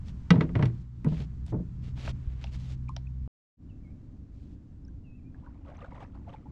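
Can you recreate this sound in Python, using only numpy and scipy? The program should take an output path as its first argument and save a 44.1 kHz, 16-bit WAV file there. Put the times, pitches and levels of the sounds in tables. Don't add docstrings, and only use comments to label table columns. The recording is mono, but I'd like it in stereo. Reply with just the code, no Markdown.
import sys
import numpy as np
from scipy import signal
from scipy.fft import rfft, irfft, next_fast_len
from scipy.io import wavfile
from scipy.ndimage import map_coordinates

SR = 44100
rng = np.random.default_rng(int(sys.argv[2]) if len(sys.argv) > 2 else 0)


def transcribe(signal):
    frames = np.atleast_2d(signal).T
    limited = np.clip(frames, -1, 1)
    pcm = np.round(limited * 32767).astype(np.int16)
    wavfile.write(sys.argv[1], SR, pcm)


N = 287119
TIME = np.arange(N) / SR
RING = np.arange(SR // 2) / SR

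# t/s, level/dB
STERN_FLOW = [(0, -38), (.55, -36.5), (.8, -40.5), (.9, -45), (1.1, -38.5), (1.7, -41), (2.15, -38.5),
              (2.5, -40.5), (3.3, -43)]
BOW_FLOW = [(3.6, -44.5), (4.05, -42.5), (4.3, -45), (5.5, -46), (6.5, -44)]
# f/Hz, level/dB
STERN_RUMBLE = [(15, -2), (30, 2), (70, 8.5), (110, 0), (180, -3), (260, -11.5), (400, -26), (800, -53),
                (2000, -69.5)]
BOW_RUMBLE = [(12, -5.5), (25, -5.5), (60, 1), (100, -2), (150, -8), (220, -9.5), (290, -10), (360, -23.5),
              (450, -29.5), (700, -36), (2000, -74.5)]
AIR = [(250, -14), (500, -2), (700, -4.5), (1000, -1.5), (1500, -6), (2200, -10.5), (3200, -14.5),
       (4500, -16), (6000, -18), (7500, -19.5), (9000, -33), (12000, -37.5), (15000, -49.5)]
# f/Hz, correlation
LOW_ALIKE = [(25, 0.71), (70, 0.95), (200, 0.92), (500, 0.64), (1200, 0.26)]
STERN_AIR_DB, BOW_AIR_DB = -28.5, -31.5

# t/s, f/Hz
MOTOR = [(0, 57.8), (1.4, 62.5), (2.3, 63.39), (3.28, 64.25)]
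# level at cruising speed/dB rms, growth with speed/(dB per Hz)
HUM = [(-40, 1.77), (-41, 3), (-60, 3), (-65, 1)]
CRUISE_HZ = 64

# start t/s, end t/s, level at the end/dB, low-pass f/Hz
SWISHES = [(0.053, 0.105, -56, 4440), (0.728, 0.82, -69, 5470), (1.074, 1.242, -51, 3300),
           (1.464, 1.511, -58, 5200), (1.829, 1.905, -57, 3700), (1.969, 2.058, -48.5, 3520),
           (2.036, 2.105, -42.5, 3350), (2.147, 2.428, -64, 2350), (2.402, 2.501, -57, 3280),
           (2.522, 2.566, -50, 4190), (2.571, 2.743, -56.5, 4650), (4.324, 4.55, -74, 5170)]
# f/Hz, level/dB
NYLON = [(200, 4.5), (900, -1), (1500, -4), (2300, -1), (3300, -1), (4600, -2), (6000, -2.5), (7500, -2),
         (9000, -9), (12000, -7.5), (15000, -22)]
SWELL_DB, SLEEVE_EDGE_S = 4.5, .033

# t/s, level/dB, spectral peak f/Hz
TICKS = [(.083, -46, 3620), (1.046, -49.5, 6370), (1.464, -50, 6100), (1.48, -47.5, 3000),
         (1.976, -44.5, 1950), (2.077, -29.5, 1640), (2.441, -32, 3300), (2.891, -50.5, 4800),
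         (2.965, -31.5, 3420)]
# t/s, level/dB before the envelope
BUMPS = [(2.08, -23), (2.273, -19), (2.963, -43)]
BUMP_HZ, BUMP_T60, BUMP_RISE_S = 60, .08, .014
# f/Hz, relative level/dB
HOUSING = [(560, -3.5), (680, 0.5), (790, -3.5), (930, -2.5), (1250, -26.5), (1950, -13.5)]
HOUSING_T60 = .055
HOUSING_DB, HOUSING_HZ, HOUSING_DB_PER_OCTAVE = -6.5, 2410, -2.5
# f/Hz, left minus right level/dB
HANDLING_BALANCE = [(150, 4), (450, -6.5), (1000, -0.5), (2000, 2.5), (4200, 5), (8000, 1)]

# t/s, strength/dB, hardness (low-pass) f/Hz, boom level before a common gain/dB, boom f/Hz
KNOCKS = [(.305, -18, 4300, -7.5, 171.6), (.336, -24.5, 1000, -25, 262.3), (.357, -27.5, 1990, -19, 129.5),
          (.377, -32, 900, -14, 166.8), (.408, -21.5, 3020, -20, 147.3), (.491, -39.5, 2400, -40, 134.5),
          (.553, -25.5, 2800, -18, 116.7), (0.592, -25.5, 1770, -19, 141.8),
          (.625, -24.5, 3080, -15.5, 122.2), (0.655, -41, 7100, -17, 117.7), (1.045, -32, 2300, -23, 227.6),
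          (1.063, -31.5, 1370, -14.5, 154.6), (1.117, -36.5, 1210, -21.5, 158.6),
          (1.195, -40, 870, -25, 147.1), (1.522, -31, 1090, -26, 130.7), (1.54, -26.5, 712, -27, 136),
          (1.578, -39.5, 600, -34.5, 178.7), (1.592, -37, 650, -27.5, 184)]
# f/Hz, relative level/dB, T60/s
SHAFT = [(1126, -8, .065), (1284, -5.5, 0.069), (1533, -3, .06), (1712, -5.5, 0.03), (1963, 2, 0.053),
         (2200, 2.5, 0.041), (2430, -11, 0.082), (2680, -9, 0.041), (2820, -9.5, 0.074),
         (3250, -9.5, 0.056), (3580, -8.5, 0.045), (3770, -9.5, 0.051), (4130, -22, 0.028),
         (4500, -22.5, 0.033), (5680, -15, .035)]
# f/Hz, relative level/dB, T60/s
HULL = [(70, 0, 0.38), (92, -3, 0.43), (118.4, -0.5, 0.34), (161.4, -5, 0.68), (175, 4.5, .4),
        (209, -0.5, .22), (253, -0.5, 0.35), (315.5, -3.5, .18), (324, -1.5, 0.1), (334, -9, 0.38),
        (417, -1.5, .14), (439, 2, 0.13), (483.2, -0.5, 0.095), (539, -13.5, .11), (616, -7, 0.18),
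        (668, -8, .12), (688, -5.5, 0.062), (734, -14, 0.072), (860, -6.5, 0.065), (905, -8, .08),
        (966, -6.5, .1)]
# f/Hz, level/dB
CRACK = [(300, -16), (900, -2), (2000, 0.5), (3500, -3.5), (6000, -9), (8000, -16), (11000, -26),
         (15000, -37)]
# f/Hz, level/dB
RATTLE_T60 = [(100, 0.15), (400, 0.23), (1000, .12), (3000, .07), (9000, .05)]
RATTLE = [(40, -10.5), (150, -3), (300, 4.5), (600, -10), (1200, -11.5), (1700, -13.5), (3000, -24),
          (8000, -38), (14000, -63.5)]
# f/Hz, correlation
WOOD_ALIKE = [(200, 1), (600, 0.53), (1000, 0.65), (1800, 0.03), (4000, 0.12)]
# f/Hz, left minus right level/dB
SHAFT_BALANCE = [(500, 2), (1100, 6), (2000, 1), (4000, 3.5), (8000, 1)]
CLACK_HZ, CLACK_DB_PER_OCTAVE, CLACK_MAX_DB = 3300, 15, 4.5
SHAFT_SCATTER_DB, HULL_SCATTER_DB, HOUSING_SCATTER_DB = 2, 3.5, 2.5

# start t/s, end t/s, level/dB
SKIDS = [(0.306, 0.421, -50.5), (0.545, 0.645, -48)]
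# f/Hz, level/dB
SKID = [(200, -3.5), (420, -4), (600, -0.5), (900, -3), (2000, -8), (4000, -22), (8000, -36.5),
        (14000, -53.5)]
SKID_TAIL_T60 = 0.25

# t/s, level/dB before the envelope, starting f/Hz
BUBBLES = [(2.47, -42, 2680), (2.885, -39.5, 2370), (2.89, -30, 1032), (3.069, -49, 2500),
           (4.85, -50, 5230), (4.881, -56, 5880), (4.882, -56, 1560), (5.345, -48.5, 1650),
           (5.43, -52, 980), (5.466, -42, 953), (5.462, -46, 1460), (5.685, -41.5, 582),
           (5.709, -41.5, 696), (5.77, -54.5, 6060), (5.815, -37.5, 1195), (5.842, -38.5, 1430),
           (5.92, -41, 945), (6.025, -46, 2270), (6.151, -50, 814), (6.276, -38, 690), (6.294, -52, 3000),
           (6.338, -36, 846), (6.457, -42, 845)]
# t/s, hold/s, level/dB
LAPS = [(5.438, 0.017, -68.5), (5.643, 0.053, -62.5), (5.688, 0.028, -62.5), (5.734, 0.072, -64),
        (5.8, 0.062, -57.5), (5.902, 0.099, -58.5), (6, .03, -54), (6.142, 0.006, -61),
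        (6.266, 0.034, -59.5), (6.325, 0.0083, -52.5)]
# f/Hz, level/dB
SPLASH = [(300, -8), (480, 1.5), (700, 0.5), (1000, 0.5), (1500, -10.5), (2200, -10), (3200, -17.5),
          (4500, -24.5), (6000, -29), (8000, -33.5), (12000, -57)]
LAP_RISE_S, LAP_T60 = 0.011, 0.15
TRICKLE_DB, TRICKLE_START_S = -72, 5.33
PLOP_WOBBLE, FIZZ_DB, FIZZ_SPREAD_DB = .5, -6.5, 3

# t/s, length/s, mid-whistle level before the trees/dB, first f/Hz, middle f/Hz, last f/Hz
BIRD = [(3.689, 0.037, -68, 3050, 2730, 2550), (3.831, 0.087, -67.5, 2450, 2160, 2500),
        (5.036, 0.13, -65.5, 2880, 2550, 2690), (5.146, .06, -70.5, 2676, 2580, 2260),
        (5.239, 0.053, -70.5, 2290, 2406, 2490)]
WHISTLE_ARCH_DB = 3

MUTE_S, RESUME_S, FADE_IN_S = 3.277, 3.57, .07
TOP_HZ = 14000


def amp(db):
    return 10 ** (np.asarray(db) / 20)


def unit(x):
    return x / np.sqrt(np.mean(x ** 2) + 1e-20)


def fade(t60):
    return np.exp(-np.log(1000) * RING / t60)


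def along(points, hz):
    f, v = np.transpose(points)
    return np.interp(np.log(hz + 1), np.log(f + 1), v)


def curve(rows):
    s, values = np.transpose(rows)
    return np.interp(TIME, s, values)


def gate(start, end, edge):
    return np.clip(np.minimum(TIME - start, end - TIME) / edge + .5, 0, 1)


def burst(start, hold, rise, t60):
    age = TIME - start
    decay = np.exp(-np.log(1000) * np.maximum(age - hold, 0) / t60)
    return np.clip(age / rise, 0, 1) * decay


def wobble(rate, size=N):
    coarse = np.append(TIME[:size:16], TIME[size - 1])
    knots = rng.standard_normal(int(size * rate / SR) + 4)
    return np.interp(TIME[:size], coarse, map_coordinates(knots, [coarse * rate]))


def add(track, s, sound):
    part = track[..., max(round(s * SR), 0):][..., :sound.shape[-1]]
    part += sound[..., :part.shape[-1]]


def filtered(x, response):
    n = x.shape[-1]
    m = next_fast_len(n + 8192)
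    return irfft(rfft(x, m) * response(np.fft.rfftfreq(m, 1 / SR)), m)[..., :n]


def soften(x, hz):
    return signal.lfilter(*signal.butter(2, min(hz, SR / 2 - 1), fs=SR), x)


def placed(x, balance):
    return filtered(x, lambda hz: amp(along(balance, hz) * np.array([[.5], [-.5]])))


def noise(spectrum, alike, size=N):
    def response(hz):
        angle = np.arccos(np.clip(along(alike, hz), -1, 1)) / 2
        return amp(along(spectrum, hz)) * [np.cos(angle), np.sin(angle)]

    mid, side = filtered(rng.standard_normal((2, size)), response)
    return unit(np.array([mid + side, mid - side]))


def modes(table, scatter_db):
    hz, db, t60 = np.transpose(table)[:, :, None]
    size = amp(db + scatter_db * rng.standard_normal(hz.shape))
    phase = 2 * np.pi * hz * RING + np.pi * np.arange(len(hz))[:, None]
    skew = np.arccos(np.clip(along(WOOD_ALIKE, hz), -1, 1)) / 2
    ears = [np.sum(size * fade(t60) * np.sin(phase + side * skew), 0) for side in (-1, 1)]
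    return np.array(ears) / np.linalg.norm(size)


def flow(level, spectrum, air_db, air_alike):
    rumble = amp(1.1 * wobble(6.9)) * noise(spectrum, LOW_ALIKE)
    hiss = amp(air_db + 0.32 * wobble(4.1)) * noise(AIR, [(1000, air_alike)])
    return amp(curve(level)) * (rumble + hiss)


def motor():
    hz = curve(MOTOR)
    turn = 2 * np.pi * np.cumsum(hz * (1 + .006 * wobble(8.8))) / SR
    hum = np.zeros(N)
    for order, (db, growth) in enumerate(HUM, 1):
        level_db = db + growth * (hz - CRUISE_HZ) + 1.8 * wobble(4.2)
        hum += amp(level_db) * np.sin(order * turn)
    return np.sqrt(2) * hum


def sleeve():
    out = np.zeros((2, N))
    alike = [(300, .6), (1000, 0.085), (4000, 0.38)]  # f/Hz, left-right correlation
    age = RING - SLEEVE_EDGE_S / 2
    for start, end, db, bright_hz in SWISHES:
        length = end - start
        grain = amp(2.0 * wobble(400, size=len(RING)) + 1.5 * wobble(42.9, size=len(RING)))
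        rub = unit(soften(noise(NYLON, alike, size=len(RING)) * grain, bright_hz))
        on = np.clip(np.minimum(age, length - age) / SLEEVE_EDGE_S + .5, 0, 1)
        swell = amp(db - SWELL_DB * np.clip(1 - age / length, 0, 1))
        add(out, start - SLEEVE_EDGE_S / 2, on * swell * rub)
    return out


def ticks():
    out = np.zeros((2, N))
    housing = [(hz, db, HOUSING_T60) for hz, db in HOUSING]
    for s, db, hz in TICKS:
        # f/Hz, level/dB
        colour = [(hz / 6, -12), (hz / 2, -4), (hz, 0), (hz * 1.64, -5), (hz * 2.0, -28), (hz * 4, -56)]
        envelope = (fade(0.011) + amp(-25.5) * fade(0.11)) * (1 - fade(.0008))
        click = noise(colour, WOOD_ALIKE, size=len(RING)) * envelope
        ring_db = HOUSING_DB + HOUSING_DB_PER_OCTAVE * np.log2(hz / HOUSING_HZ)
        add(out, s, amp(db) * (click + amp(ring_db) * modes(housing, HOUSING_SCATTER_DB)))
    for s, db in BUMPS:
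        thump = np.sin(2 * np.pi * BUMP_HZ * RING) * fade(BUMP_T60) * (1 - fade(BUMP_RISE_S))
        add(out, s, amp(db) * thump)
    return out


def rattle():
    hz, t, z = signal.stft(noise(RATTLE, WOOD_ALIKE, size=len(RING)), SR, nperseg=256)
    decay = np.exp(-np.log(1000) * t / along(RATTLE_T60, hz)[:, None])
    return signal.istft(z * decay, SR, nperseg=256)[1][:, :len(RING)]


def knocks():
    out = np.zeros((2, N))
    for s, db, hard_hz, boom_db, boom_hz in KNOCKS:
        clack_db = min(CLACK_DB_PER_OCTAVE * np.log2(hard_hz / CLACK_HZ), CLACK_MAX_DB)
        chatter = amp(-23.0 + 3.5 * wobble(300, size=len(RING))) * fade(0.14)
        crack = amp(4.5) * noise(CRACK, WOOD_ALIKE, size=len(RING)) * (fade(0.015) + chatter)
        clack = placed(modes(SHAFT, SHAFT_SCATTER_DB) + crack, SHAFT_BALANCE) * (1 - fade(0.0096))
        panels = (modes(HULL, HULL_SCATTER_DB) + amp(-6.5) * rattle()) * (1 - fade(0.008))
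        boom_envelope = (fade(0.093) + amp(-22.0) * fade(0.78)) * (1 - fade(0.031)) ** 2
        boom = np.sin(2 * np.pi * boom_hz * RING) * boom_envelope
        struck = soften(amp(clack_db) * clack + amp(2.04) * panels, hard_hz)
        add(out, s, amp(db) * struck + amp(boom_db + 6.5) * boom)
    return out * amp([[.4], [-.4]])


def skids():
    level = np.zeros(N)
    for start, end, db in SKIDS:
        level += amp(db) * burst(start, end - start, rise=0.011, t60=SKID_TAIL_T60)
    return level * unit(noise(SKID, WOOD_ALIKE) * amp(3 * wobble(150)))


def bubble(hz, cycles, rise):
    life = cycles / hz
    age = RING[:int(life * SR) + 2] / life
    swell = 1 - np.exp(-age / .07)
    tone = np.sin(2 * np.pi * cycles * (age + rise * age ** 2 / 2))
    return tone * np.exp(-np.log(1000) * age) * swell


def water(count=400):
    plops, fizz = np.zeros(N), np.zeros(N)
    for s, db, hz in BUBBLES:
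        add(plops, s, amp(db) * bubble(hz, cycles=56, rise=0.051))
    plops *= 1 + PLOP_WOBBLE * wobble(400)

    times = rng.uniform(TRICKLE_START_S, N / SR, count)
    pitches, sizes = rng.standard_normal(count), rng.exponential(size=count)
    for s, pitch, size in zip(times, pitches, sizes):
        hz = np.clip(1300 * np.exp(.6 * pitch), 500, 8000)
        db = FIZZ_SPREAD_DB * min(size, 3) + 0.62 * along(SPLASH, hz)
        add(fizz, s, amp(db) * bubble(hz, cycles=21, rise=0.27))
    spray = unit(noise(SPLASH, [(1000, 0.97)]) * amp(3.1 * wobble(220)))

    level = amp(TRICKLE_DB) * gate(TRICKLE_START_S, np.inf, edge=0.036)
    for s, hold, db in LAPS:
        level += amp(db) * burst(s, hold, LAP_RISE_S, LAP_T60)
    return plops + level * (amp(-3.0) * spray + amp(FIZZ_DB) * unit(fizz))


def bird():
    out = np.zeros(N)
    for s, length, db, first_hz, middle_hz, last_hz in BIRD:
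        u = np.linspace(-1, 1, int(length * SR))
        slope_hz = (last_hz - first_hz) / 2
        bend_hz = (first_hz + last_hz) / 2 - middle_hz
        hz = middle_hz + u * slope_hz + u ** 2 * bend_hz
        turn = 2 * np.pi * np.cumsum(hz * (1 + 0.0058 * wobble(200, size=len(u)))) / SR
        level = signal.windows.tukey(len(u), .2) * amp(db - WHISTLE_ARCH_DB * u ** 2)
        add(out, s, level * np.sin(turn))
    trees = rng.standard_normal(len(RING)) * fade(0.3)
    blurred = signal.fftconvolve(out, trees / np.linalg.norm(trees))[:N]
    return amp(-4.5) * out + amp(-9.5) * blurred


def scene():
    both = water() + placed(sleeve() + ticks(), HANDLING_BALANCE)
    stern_flow = flow(STERN_FLOW, STERN_RUMBLE, STERN_AIR_DB, air_alike=0.24)
    stern = stern_flow + motor() + knocks() + skids() + both
    bow = flow(BOW_FLOW, BOW_RUMBLE, BOW_AIR_DB, air_alike=0.53) + bird() + both
    return np.where(TIME < (MUTE_S + RESUME_S) / 2, stern, bow.mean(0))


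def record(dry):
    heard = gate(-1, MUTE_S, edge=.0005) + np.clip((TIME - RESUME_S) / FADE_IN_S, 0, 1)
    return filtered(dry * heard, lambda hz: hz < TOP_HZ)


dry = scene()
out = record(dry)
transcribe(out)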